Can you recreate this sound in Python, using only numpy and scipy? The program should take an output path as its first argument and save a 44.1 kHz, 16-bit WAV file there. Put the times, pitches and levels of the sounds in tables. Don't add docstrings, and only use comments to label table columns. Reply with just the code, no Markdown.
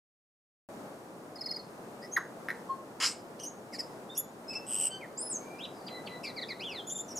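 import sys
import numpy as np
from scipy import signal
from scipy.fft import rfft, irfft, next_fast_len
from scipy.io import wavfile
from scipy.ndimage import map_coordinates

SR = 44100
rng = np.random.default_rng(int(sys.argv[2]) if len(sys.argv) > 2 else 0)


def store_pcm(level_fs):
    pcm = np.round(np.clip(level_fs, -1, 1) * 32767).astype(np.int16)
    wavfile.write(sys.argv[1], SR, np.atleast_2d(pcm).T)


N = 317079

# (time [s], level [dB])
WIND_LEVELS = [(.7, -46.5), (3.8, -47), (4.6, -46.5), (7.2, -46)]
# (frequency [Hz], level [dB])
WIND_SPECTRUM = [(30, -26), (55, -29.5), (110, -10.5), (190, -3), (330, -2.5), (650, -4.5), (1400, -14),
                 (2100, -22.5), (3200, -28.5), (9000, -31), (15500, -39)]
# (frequency [Hz], likeness [-1 to 1])
WIND_LIKENESS = [(130, 0.98), (650, 0.85), (1400, 0.081), (3100, -0.38), (6800, 0.59)]
# (time [s], tick level [dB], lower note level [dB])
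TRILL_BEATS = [(1.356, -40.5, -50), (1.409, -36, -44.5), (1.458, -33, -39), (1.508, -32.5, -43),
               (1.560, -35, -47)]
# (frequency [Hz], level [dB])
HISS_SPECTRUM = [(2000, -19), (2900, -6), (3900, -27), (5200, -2.5), (6800, -12.5), (8300, -16), (9800, -5),
                 (11500, -7), (15000, -22)]
# (time [s], length [s], start pitch [Hz], end pitch [Hz], level [dB])
CLICK_NOTES = [(2.164, 0.011, 2155, 1457, -22), (2.171, 0.0091, 1890, 860, -25),
               (2.4854, 0.0031, 2350, 1180, -24.5), (2.502, 0.0061, 2350, 1410, -27.5),
               (3.722, 0.033, 2340, 1665, -50), (3.778, 0.031, 2430, 1710, -52)]
# (frequency [Hz], width [Hz], gain [dB])
THROAT_RINGS = [(1890, 460, -6), (4020, 250, 9), (12500, 1600, -1)]
# (time [s], length [s], top pitch [Hz], level [dB], roughness [0-1])
WHISTLE_NOTES = [(2.015, 0.044, 5140, -52.5, 0.5), (2.017, 0.051, 1940, -55, 0.56),
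                 (3.064, 0.073, 8180, -44.5, .6), (4.092, 0.044, 3673, -45, 0.03),
                 (4.174, 0.032, 11500, -30.5, 0.16), (5.162, 0.17, 5160, -49, .1),
                 (5.391, 0.27, 2376, -57.5, 0.12)]
# (time [s], length [s], top pitch [Hz], scoop up [share of pitch],
# base tone [dB], octave [dB], third harmonic [dB], roughness [0-1])
SQUEAK_NOTES = [(2.115, 0.051, 3265, 0.044, -71, -37, -56, 0.05),
                (3.391, 0.037, 3090, .25, -56.5, -50.5, -61, 0.42),
                (3.427, 0.034, 3100, .2, -54.5, -42.5, -48.5, .35),
                (3.451, 0.042, 3310, 0.22, -80, -40, -68, 0.03),
                (4.147, 0.0296, 2880, 0.218, -63, -48, -56.5, 0.55),
                (4.165, 0.0383, 3510, 0.095, -49, -36.5, -46, 0.06),
                (4.479, 0.061, 2612, 0.038, -50, -41, -60, 0.03),
                (4.548, 0.034, 2651, 0.036, -40, -36, -60, .02),
                (4.902, 0.08, 1535, 0.0043, -55, -42.5, -53, .04),
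                (6.867, 0.038, 3546, .09, -48, -41.5, -52, 0.04),
                (6.895, 0.044, 3656, 0.23, -49, -36.5, -50.5, 0),
                (6.949, 0.034, 3630, 0.072, -45, -38.5, -52.5, 0.03),
                (6.977, 0.04, 3606, 0.19, -48.5, -38, -53.5, 0.04)]
# (time [s], throat level [dB], beak level [dB])
RASP_LEVELS = [(3.001, -35, -35), (3.013, -32.5, -35), (3.026, -33, -29.5), (3.042, -28.5, -28.5),
               (3.058, -38, -29), (3.069, -42, -28), (3.082, -44, -35.5), (3.125, -80, -51)]
# (frequency [Hz], level [dB])
THROAT_SPECTRUM = [(500, -48), (950, -2.5), (2000, 0.5), (3000, 0), (3600, -12), (6000, -51)]
BEAK_SPECTRUM = [(2500, -43), (3600, -24), (4100, -10.5), (4500, -12), (5050, 0.5), (5600, -9.5),
                 (6400, -16), (7200, -6.5), (8500, -19), (11000, -23), (15000, -49)]
# (time [s], length [s], start pitch [Hz], end pitch [Hz],
# base tone [dB], octave [dB], roughness [0-1])
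SLUR_NOTES = [(3.723, 0.048, 2645, 2222, -60, -45.5, 0.6), (3.784, 0.0275, 2787, 2356, -61, -36.5, 0.5),
              (4.53, 0.02, 2570, 2280, -48.5, -49, 0.59), (5.005, 0.057, 2570, 1675, -46.5, -77, 0.09),
              (5.702, 0.19, 2570, 2170, -86, -67, 0.56), (6.232, 0.031, 2690, 2230, -42, -44, 0.53),
              (6.258, 0.0095, 2500, 1650, -65, -45.5, 0.46), (6.259, .05, 2455, 1896, -46, -41.5, 0.26),
              (6.362, 0.041, 2480, 1816, -44, -40.5, 0.1), (6.412, 0.031, 2385, 1667, -44.5, -37, 0.11),
              (6.484, .044, 2570, 1830, -40.5, -41, 0.19), (7.079, .02, 3090, 2740, -74, -47.5, 0.44),
              (7.102, .029, 3040, 2550, -73, -45, 0.42), (7.153, .042, 3580, 2680, -70, -38.5, 0.41)]
# (time [s], level [dB])
BUZZ_LEVELS = [(4.665, -40.5), (4.705, -29.5), (4.745, -24.5), (4.775, -26.5), (4.805, -23.5), (4.879, -23)]
# (time [s], rise [s], fall [s], start pitch [Hz], top pitch [Hz],
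# end pitch [Hz], rise level [dB], fall level [dB], bend [1 = straight glide])
ARCH_NOTES = [(5.174, .114, .095, 6600, 10390, 6230, -37.5, -36, 2.46),
              (5.584, 0.062, 0.0161, 2260, 3930, 2200, -45.5, -35.5, 1.42),
              (6.592, .063, .165, 1800, 3480, 1550, -40.5, -41.5, 1.45)]
# (time of drop [s], high note length [s], high pitch [Hz], low tone length [s])
PLUNGE_NOTES = [(5.879, .014, 4720, .13), (6.068, 0.0095, 4460, .12)]
# (delay [s], gain [factor])
TRUNK_ECHOES = [(.001, 0.24), (.0037, 0.27), (.0076, 0.46), (.0107, 0.41)]
# (frequency [Hz], time to fade by 60 dB [s])
LEAF_FADE = [(1000, 0.31), (7000, 0.28), (14000, 0.094)]

SETTLE = .22


def amp(db):
    return 10 ** (np.asarray(db) / 20)


def unit(x):
    return x / np.sqrt(np.mean(x ** 2) + 1e-20)


def along(points, hz):
    freqs, values = np.transpose(points)
    return np.interp(np.log(hz + 1), np.log(freqs + 1), values)


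def curves(rows):
    times, *columns = np.transpose(rows)
    return [np.interp(np.arange(times[0], times[-1], 1 / SR), times, column) for column in columns]


def wobble(rate, size):
    return map_coordinates(rng.standard_normal(int(size * rate / SR) + 4), [np.arange(size) * rate / SR])


def filtered(x, response):
    size = x.shape[-1]
    padded = next_fast_len(size + 8192)
    return irfft(rfft(x, padded) * response(np.fft.rfftfreq(padded, 1 / SR)), padded)[..., :size]


def coloured(x, spectrum):
    return unit(filtered(x, lambda hz: amp(along(spectrum, hz))))


def add(track, time, x):
    part = track[round(time * SR):][:len(x)]
    part += x[:len(part)]


def progress(length):
    return np.linspace(0, 1, int(length * SR))


def swell(u):
    return np.sin(np.pi * u).clip(0) ** .6


def tone(hz, harmonics_db):
    phase = 2 * np.pi * np.cumsum(hz) / SR
    harmonics = (amp(db) * np.sin(k * phase) * (k * hz < SR / 2) for k, db in enumerate(harmonics_db, 1))
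    return np.sqrt(2) * sum(harmonics)


def note(hz, harmonics_db, rough, jitter=.08, flutter_db=5, hiss_db=-10, waver=.012, waver_db=3):
    size = len(hz)
    shake, flutter = wobble(900, size), wobble(900, size)
    wavering = np.tanh(10 * rough) * wobble(170, size)
    voice = tone(hz * (1 + jitter * rough * shake + waver * wavering), harmonics_db)
    voice *= amp(flutter_db * rough * flutter + waver_db * wavering)
    hiss = coloured(rng.standard_normal(size), HISS_SPECTRUM)
    return voice + rough * amp(np.max(harmonics_db, axis=0) + hiss_db) * hiss


def wind(sway_db=.87, lean_left_db=.5):
    def response(hz):
        angle = np.arccos(np.clip(along(WIND_LIKENESS, hz), -1, 1)) / 2
        return amp(along(WIND_SPECTRUM, hz)) * [np.cos(angle), np.sin(angle)]

    mid, side = filtered(rng.standard_normal((2, N)), response)
    db = np.interp(np.arange(N) / SR, *np.transpose(WIND_LEVELS)) + sway_db * wobble(5.022, N)
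    return unit(np.array([mid + side, mid - side])) * amp(db) * amp([[lean_left_db], [-lean_left_db]])


def trill(tick_hz=5160, sag=.057, tick_s=.011, low_hz=4325, low_delay_s=.023, low_s=.028):
    out = np.zeros(N)
    for time, tick_db, low_db in TRILL_BEATS:
        u = progress(tick_s)
        tick = note(tick_hz * (1 - sag * u), [tick_db, tick_db - 30], rough=.25)
        add(out, time, swell(u) * tick)
        u = progress(low_s)
        low = note(np.full(len(u), low_hz), [low_db, -np.inf, low_db - 30], rough=.15)
        add(out, time + low_delay_s, swell(u) * low)
    return out


def clicks(octave_db=-25, puff_db=-21, direct_db=-3):
    def throat(hz):
        rings = (amp(db) * 1j * hz * width / (centre ** 2 - hz ** 2 + 1j * hz * width)
                 for centre, width, db in THROAT_RINGS)
        return amp(direct_db) + sum(rings)

    out = np.zeros(N)
    trill_clicks = [(time + .006, .011, 2350, 1830, db - 18) for time, db, _ in TRILL_BEATS]
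    for time, length, start_hz, end_hz, db in trill_clicks + list(CLICK_NOTES):
        u = progress(length)
        puff = amp(puff_db) * coloured(rng.standard_normal(len(u)), HISS_SPECTRUM)
        dive = tone(start_hz * (end_hz / start_hz) ** u, [0, octave_db])
        add(out, time, amp(db) * swell(u) * (dive + puff))
    return filtered(out, throat)


def whistles(scoop=.08, octave_db=-24):
    out = np.zeros(N)
    for time, length, top_hz, db, rough in WHISTLE_NOTES:
        u = progress(length)
        hz = top_hz * (1 - scoop * np.exp(-u / SETTLE))
        add(out, time, swell(u) * note(hz, [db, db + octave_db], rough))
    return out


def squeaks(hoarseness=3.6):
    out = np.zeros(N)
    for time, length, top_hz, scoop, db, octave_db, third_db, rough in SQUEAK_NOTES:
        u = progress(length)
        below = scoop * np.exp(-u / SETTLE)
        harmonics_db = [db, octave_db, third_db, third_db - 10]
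        add(out, time, swell(u) * note(top_hz * (1 - below), harmonics_db, rough + hoarseness * below))
    return out


def bell_note(time=2.686, hz=1076, db=-30, rise_s=.027):
    out = np.zeros(N)
    t = np.arange(SR // 2) / SR
    voice = tone(np.full(len(t), hz), [db, -np.inf, db - 39, db - 38])
    loudness = (t / rise_s * np.exp(1 - t / rise_s)) ** 2
    add(out, time, voice * loudness)
    return out


def rasp(slaps_per_s=300, scatter=.4, fade=1.4):
    out = np.zeros(N)
    throat_db, beak_db = curves(RASP_LEVELS)
    size = len(beak_db)
    slap_count = np.cumsum(slaps_per_s * np.exp(scatter * wobble(slaps_per_s, size))) / SR
    puffs = rng.standard_normal(size) * np.exp(-fade * (slap_count % 1))
    throat = amp(throat_db) * coloured(puffs, THROAT_SPECTRUM)
    beak = amp(beak_db) * coloured(puffs, BEAK_SPECTRUM)
    add(out, RASP_LEVELS[0][0], throat + beak)
    return out


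def slurs(harsh_db=33):
    out = np.zeros(N)
    for time, length, start_hz, end_hz, db, octave_db, rough in SLUR_NOTES:
        u = progress(length)
        hz = start_hz * (end_hz / start_hz) ** u
        upper_db = octave_db + harsh_db * rough
        add(out, time, swell(u) * note(hz, [db, octave_db, upper_db - 32, upper_db - 37], rough))
    return out


def buzz(high_hz=8200, low_hz=2950, first_gap_s=.0058, slowing=.0495, sweep=.2, jitter=.017):
    out = np.zeros(N)
    db, = curves(BUZZ_LEVELS)
    size = len(db)
    rate = 1 / (first_gap_s + slowing * np.arange(size) / SR)
    place = np.cumsum(rate) / SR % 1 - .5
    bend = 1 + sweep * place + jitter * wobble(1200, size)
    high = tone(high_hz * bend, [0]) * np.exp(-(place / .16) ** 2)
    low = tone(low_hz * bend ** 2, [-14]) * np.exp(-(place / .11) ** 2)
    puffs = rng.standard_normal(size) * np.exp(-(place / .42) ** 2)
    hiss = amp(-21) * coloured(puffs, HISS_SPECTRUM)
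    add(out, BUZZ_LEVELS[0][0], amp(db) * (high + low + hiss))
    return out


def arches(fade_in_s=.0077, fade_out_s=.017, weak_above_hz=9300, octave_below_hz=2280):
    out = np.zeros(N)
    for time, rise, fall, start_hz, top_hz, end_hz, rise_db, fall_db, bend in ARCH_NOTES:
        up = top_hz + (start_hz - top_hz) * (1 - progress(rise)) ** bend
        down = end_hz + (top_hz - end_hz) * (1 - progress(fall)) ** bend
        hz = np.concatenate([up, down])
        t = np.arange(len(hz)) / SR
        db = np.interp(t, [rise / 2, rise + fall / 2], [rise_db, fall_db])
        db -= 45 * np.log2(hz / weak_above_hz).clip(0)
        base_to_octave = (hz / octave_below_hz) ** 8.7
        base_db = db - 20 * np.log10(1 + 1 / base_to_octave)
        octave_db = db - 20 * np.log10(1 + base_to_octave)
        fade = np.minimum(t / fade_in_s, (rise + fall - t) / fade_out_s).clip(0, 1)
        add(out, time, note(hz, [base_db, octave_db], rough=.082) * fade)
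    return out


def plunges(drop_s=.012, low_hz=1994, sag=.023):
    out = np.zeros(N)
    for time, high_s, high_hz, low_s in PLUNGE_NOTES:
        u = progress(high_s + drop_s / 2)
        high = swell(u) * note(high_hz * (1 - sag * u), [-47], rough=.25)
        add(out, time - high_s, high)
        u = progress(drop_s)
        drop = swell(u) * note(high_hz * (low_hz / high_hz) ** u, [-43], rough=.25)
        add(out, time, drop)
        u = progress(low_s)
        low = swell(u) * note(low_hz * (1 + sag * (.5 - u)), [-51, -52], rough=.082)
        add(out, time + drop_s / 2, low)
    return out


def tree_echoes(song, direct_db=-3, tail_db=-11, width=.16, pan=.29):
    hz, t, noise = signal.stft(rng.standard_normal((2, SR // 2)), SR, nperseg=256)
    fade = amp(-60 * t / along(LEAF_FADE, hz)[:, None])
    mid, side = signal.istft(noise * fade, SR, nperseg=256)[1]
    answer = np.array([mid + width * side, mid - width * side])
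    answer *= amp(tail_db) / np.linalg.norm(answer[0])
    answer[:, 0] = amp(direct_db)
    for k, (delay, gain) in enumerate(TRUNK_ECHOES):
        left_right = 1 + (-1) ** k * pan * np.array([1, -1])
        answer[:, round(delay * SR)] += amp(direct_db) * gain * left_right
    return signal.fftconvolve(song[None], answer, axes=1)[:, :N]


def scene():
    song = trill() + squeaks() + whistles() + slurs() + plunges() + arches()
    song += clicks() + bell_note() + rasp() + buzz()
    return tree_echoes(song) + wind()


def record(dry, start_s=.688, top_hz=15600):
    started = np.arange(N) / SR >= start_s
    return filtered(dry * started, lambda hz: hz < top_hz)


dry = scene()
out = record(dry)
store_pcm(out)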